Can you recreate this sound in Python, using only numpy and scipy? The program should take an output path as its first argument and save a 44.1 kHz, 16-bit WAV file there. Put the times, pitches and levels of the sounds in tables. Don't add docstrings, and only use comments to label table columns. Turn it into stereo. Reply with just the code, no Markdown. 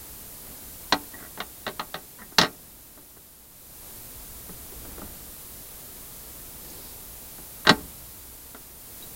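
import sys
import numpy as np
from scipy import signal
from scipy.fft import rfft, irfft
from scipy.io import wavfile
from scipy.ndimage import uniform_filter1d

SR = 44100
rng = np.random.default_rng(int(sys.argv[2]) if len(sys.argv) > 2 else 0)


def dump_mix(stems):
    frames = np.atleast_2d(stems).T
    limited = np.clip(frames, -1, 1)
    pcm = np.round(limited * 32767).astype(np.int16)
    wavfile.write(sys.argv[1], SR, pcm)


N = 403515

# frequency in Hz, relative density in dB.
HISS_SPECTRUM = [(20, -18), (100, -8), (230, -9), (800, -15.5), (1600, -20), (2800, -21.5), (3900, -19),
                 (5600, -19), (8000, -16), (11000, -13), (13500, -11.5), (15500, -12)]
RUMBLE_SPECTRUM = [(8, -9.5), (27, -1), (42, -4.5), (62, 1), (80, -9.5), (130, -10.5), (300, -50),
                   (1000, -70)]
RUSTLE_SPECTRUM = [(40, -1), (110, -4), (240, 2.5), (450, -2.5), (1200, -12), (3000, -16), (8000, -36)]
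FUR_SPECTRUM = [(100, -26), (2800, -12), (4200, 6), (5200, 7), (7000, -12), (12000, -18)]
# centre and half length in seconds, rustle and rumble in dB.
CAT_SHIFTS = [(0.497, 0.06, -51, -58), (2.75, 0.28, -56.5, -56), (4.3, 0.56, -60.5, -49.5),
              (4.97, 0.25, -50.5, -48), (6.3, 0.37, -61, -55), (6.75, 0.19, -52.5, -59),
              (7.85, 0.15, -57, -46)]
# start in seconds, level in dB, ring-time factor (small if held down),
# frame thud in dB, frequency favoured by the contact spot in Hz, first rebound gap in seconds,
# change per rebound in dB.
ARM_CLACKS = [(0.9233, -9.5, 0.66, -1.5, 920, 0.0041, -7), (1.3737, -33, 0.91, 9.5, 1390, .008, -4.5),
              (1.4025, -18.5, 0.67, -9, 2770, 0.0076, -13), (1.665, -19.5, 0.84, 2.5, 644, 0.012, -4),
              (1.795, -18, 0.77, -2, 1110, 0.011, -18), (1.942, -21, 0.99, 3, 4360, .011, -11.5),
              (2.3838, -3.5, 0.94, -3, 5100, 0.0076, -13), (2.4129, -8, 0.88, 2, 5000, .0105, -15),
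              (2.432, -13.5, 0.89, 1.5, 616, .013, -6), (7.65, -30, 1.8, 2, 1430, .016, -5),
              (7.6695, -12.5, 1.26, 5, 1520, .003, -12), (7.6923, -4.5, 0.61, 6, 1620, 0.0064, -8),
              (8.5463, -31.5, 0.54, 11, 1300, 0.0073, -20)]
# frequency in Hz, relative level in dB, T60 in seconds.
WINDOW_MODES = [(142, -14, .18), (180, -10, .19), (288, -8, .19), (420, -12, .14), (612, -7, .2),
                (660, -6, .16), (762, -5, .17), (875, -4, .16), (1005, -6, .13), (1104, -4, .17),
                (1185, -4, .13), (1263, -5, .15), (1392, -6, .15), (1500, -8, .14), (1540, -7, .14),
                (1582, -6, .13), (1815, -3, .11), (1912, -2, .12), (1945, -3, .1), (2097, -8, .11),
                (2830, -3, .055), (3420, -3, .055), (3840, 1, .065), (4030, -2, .06), (4198, -3, .085),
                (4505, -4, .07), (4605, -3, .07), (5000, -4, .05), (5361, -7, .1), (6700, -9, .045)]
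# centre in Hz, relative level in dB, T60 in seconds.
CRACK_BANDS = [(99, -14, 0.15), (206, -7, 0.17), (356, -11.5, 0.24), (490, -10, 0.17), (840, -5.5, 0.11),
               (1180, -4, 0.056), (1760, -2.5, 0.039), (2250, -14.5, 0.18), (3270, -7, 0.092),
               (3700, -2.5, 0.073), (4900, -5.5, 0.049), (7250, -7, 0.1), (8240, -11.5, 0.27),
               (14800, -7, .02)]
# start in seconds, level in dB, frequency in Hz, T60 in seconds.
SASH_THUMPS = [(0.929, -19.5, 287, 0.15), (2.412, -17, 141, 0.084), (4.496, -37.5, 176, 0.16),
               (4.723, -38, 407, 0.054), (5.021, -36, 207, 0.15), (7.7077, -11, 233, 0.084)]
METAL_TINKS = [(2.4135, -32, 10240, 0.12), (6.703, -38.5, 6500, .04), (9.025, -37.5, 3870, 0.079)]
# start in seconds, length in seconds, level in dB.
ARM_SCRAPES = [(1.134, 0.022, -41.5), (1.176, 0.046, -47.5), (1.223, 0.029, -44), (2.184, 0.017, -41.5),
               (2.206, 0.023, -39.5)]
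# start in seconds, level in dB, favoured frequency in Hz.
PAW_BUMPS = [(2.32, -38, 1500), (2.975, -36, 970), (3.166, -39, 1500), (4.493, -35.5, 3600),
             (4.72, -43.5, 460), (4.85, -40.5, 1400), (4.98, -34.5, 620), (5.016, -33.5, 1400),
             (7.383, -39.5, 700)]
# delay in seconds, linear gain.
REFLECTIONS = [(.0046, 0.14), (.0112, 0.19), (0.0179, .14)]
# band centre in Hz, T60 in seconds.
ROOM_DECAY = [(120, 0.56), (300, 0.47), (1000, 0.25), (4000, 0.11), (12000, 0.45)]

BAND_LIMIT_HZ = 15920
TIME_S = np.arange(N) / SR
AGE_S = np.arange(SR // 3) / SR


def amp(db):
    return 10 ** (np.asarray(db) / 20)


def unit_rms(x):
    return x / np.sqrt(np.mean(x ** 2) + 1e-20)


def decay(t60_s, age_s=AGE_S):
    return np.exp(-np.log(1000) * age_s / t60_s)


def log_interp(points, hz):
    points_hz, values = np.transpose(points)
    return np.interp(np.log(hz + 1), np.log(points_hz + 1), values)


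def add(mix, start_s, sound):
    part = mix[round(start_s * SR):][:len(sound)]
    part += sound[:len(part)]


def noise(spectrum):
    gain = amp(log_interp(spectrum, np.fft.rfftfreq(N, 1 / SR)))
    return unit_rms(irfft(rfft(rng.standard_normal(N)) * gain, N))


def noise_bands(samples, centres_hz):
    hz = np.fft.rfftfreq(samples, 1 / SR)
    shares = [log_interp(np.column_stack([centres_hz, row]), hz) for row in np.eye(len(centres_hz))]
    return irfft(rfft(rng.standard_normal(samples)) * np.array(shares), samples)


def hiss(level_db=-40.5):
    return amp(level_db) * noise(HISS_SPECTRUM)


def rumble_and_rustle(rumble_floor_db=-53, rustle_floor_db=-63.5):
    centre_s, half_s, rustle_db, rumble_db = np.transpose(CAT_SHIFTS)
    swells = np.exp(-((TIME_S - centre_s[:, None]) / half_s[:, None]) ** 2)
    rumble_gain = np.hypot(amp(rumble_floor_db), amp(rumble_db) @ swells)
    rustle_gain = np.hypot(amp(rustle_floor_db), amp(rustle_db) @ swells)
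    return rumble_gain * noise(RUMBLE_SPECTRUM) + rustle_gain * noise(RUSTLE_SPECTRUM)


def contact_gain(hz, thud_db, thud_hz, clank_db, hard_hz, spot_hz, spot_db):
    frame_db = thud_db * np.exp(-(np.log2(hz / thud_hz) / 0.6) ** 2)
    favoured_db = spot_db * np.exp(-(np.log2(hz / spot_hz) / 0.24) ** 2)
    metal_db = clank_db / (1 + (2700 / hz) ** 4)
    lowpass = 1 / np.hypot(1, (hz / hard_hz) ** 3.53)
    treble_floor = 0.16 * hard_hz / BAND_LIMIT_HZ
    return amp(frame_db + favoured_db + metal_db) * (lowpass + treble_floor)


def blow(level_db, sustain, **contact):
    def envelope(hz, t60_s):
        rise_s = 0.0007 + 0.9 / hz[:, None]
        return (1 - np.exp(-AGE_S / rise_s)) * decay(sustain * t60_s[:, None])

    hz, db, t60_s = np.transpose(WINDOW_MODES)
    gains = amp(db + 2 * rng.standard_normal(len(hz))) * contact_gain(hz, **contact)
    sines = np.sin(2 * np.pi * (hz[:, None] * AGE_S + rng.random((len(hz), 1))))
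    ring = gains @ (envelope(hz, t60_s) * sines)

    hz, db, t60_s = np.transpose(CRACK_BANDS)
    chatter = 1 + 1.9 * np.exp(-(AGE_S / 0.005) ** 2)
    shape = envelope(hz, t60_s) * chatter
    bands = noise_bands(len(AGE_S), hz) * shape
    bands *= (np.linalg.norm(shape, axis=1) / np.linalg.norm(bands, axis=1))[:, None]
    crack = (amp(db) * contact_gain(hz, **contact)) @ bands
    return amp(level_db - 12.5) * (ring + reflect(crack))


def reflect(x):
    out = x.copy()
    for delay_s, gain in REFLECTIONS:
        add(out, delay_s, gain * x)
    return out


def clacks(contacts=3, gap_ratio=0.9, arm_hz=4270, arm_db=9.5):
    out = np.zeros(N)
    for start_s, db, sustain, thud_db, spot_hz, gap_s, rebound_db in ARM_CLACKS:
        spot_db = 6.5
        for k in range(contacts):
            hard_hz = 5600 * 2 ** (db / 30.5)
            clack = blow(db, sustain, thud_db=thud_db, thud_hz=325, clank_db=2.5 + 0.15 * db,
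                         hard_hz=hard_hz, spot_hz=spot_hz, spot_db=spot_db)
            add(out, start_s, clack)
            start_s += gap_s * gap_ratio ** k
            db += rebound_db
            thud_db += 3
            spot_hz, spot_db = arm_hz, arm_db
    return out


def thumps_and_tinks(rise_cycles=0.34):
    out = np.zeros(N)
    for start_s, db, hz, t60_s in SASH_THUMPS + METAL_TINKS:
        envelope = (1 - np.exp(-AGE_S * hz / rise_cycles)) * decay(t60_s)
        add(out, start_s, amp(db) * envelope * np.sin(2 * np.pi * hz * AGE_S))
    return out


def scrapes(slips_per_s=700, squeak_hz=1950):
    out = np.zeros(N)
    for start_s, length_s, db in ARM_SCRAPES:
        slips = rng.standard_normal(len(AGE_S))
        slips *= (rng.random(len(AGE_S)) < slips_per_s / SR) & (AGE_S < length_s)
        response = blow(0, sustain=1, thud_db=5, thud_hz=230, clank_db=-4,
                        hard_hz=1900, spot_hz=squeak_hz, spot_db=9)
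        scrape = unit_rms(signal.fftconvolve(slips, response))
        add(out, start_s, amp(db) * np.sqrt(length_s * SR / len(scrape)) * scrape)
    return out


def paw_bumps():
    out = np.zeros(N)
    for start_s, db, spot_hz in PAW_BUMPS:
        bump = blow(db, sustain=0.58, thud_db=15, thud_hz=334, clank_db=-13,
                    hard_hz=1670, spot_hz=spot_hz, spot_db=8)
        add(out, start_s, bump)
    return out


def overload_crackle(start_s=2.3849, level_db=-16, t60_s=0.038, highpass_hz=9300):
    out = np.zeros(N)
    highpass = signal.butter(2, highpass_hz, "high", fs=SR, output="sos")
    bright = unit_rms(signal.sosfilt(highpass, rng.standard_normal(len(AGE_S))))
    add(out, start_s, amp(level_db) * bright * decay(t60_s))
    return out


def fur_brush(start_s=6.6, length_s=0.38, ramp_s=0.084, level_db=-55):
    inside_s = np.minimum(TIME_S - start_s, start_s + length_s - TIME_S)
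    return amp(level_db) * np.clip(inside_s / ramp_s, 0, 1) * noise(FUR_SPECTRUM)


def room(x, tail_db=-18, onset_s=0.014):
    hz, t60_s = np.transpose(ROOM_DECAY)
    age_s = np.arange(SR // 2) / SR
    tail = (noise_bands(len(age_s), hz) * decay(t60_s[:, None], age_s)).sum(0)
    tail *= np.minimum(age_s / onset_s, 1) ** 2
    return x + amp(tail_db) * signal.fftconvolve(x, tail / np.linalg.norm(tail))[:N]


def scene():
    events = clacks() + paw_bumps() + overload_crackle() + scrapes() + thumps_and_tinks()
    mono = room(events) + hiss() + rumble_and_rustle() + fur_brush()
    return np.array([mono, mono])


def auto_gain(x, threshold_db=-30, hold_s=1.03, sink_db_per_s=3.0, recover_db_per_s=19, block=256):
    loud = uniform_filter1d(x ** 2, block)[::block] > amp(threshold_db) ** 2
    block_s = TIME_S[::block]
    last_loud_s = np.maximum.accumulate(np.where(loud, block_s, -np.inf))
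    slope_db_per_s = np.where(block_s - last_loud_s < hold_s, -sink_db_per_s, recover_db_per_s)
    travel_db = np.cumsum(slope_db_per_s) * block / SR
    gain_db = travel_db - np.maximum.accumulate(travel_db)
    return amp(np.interp(TIME_S, block_s, gain_db))


def record(dry, ceiling=0.94):
    saturated = ceiling * np.tanh(dry * auto_gain(dry[0]) / ceiling)
    lowpass = signal.firwin(511, BAND_LIMIT_HZ, window=("kaiser", 9), fs=SR)
    return signal.oaconvolve(saturated, lowpass[None], "same")


dry = scene()
out = record(dry)
dump_mix(out)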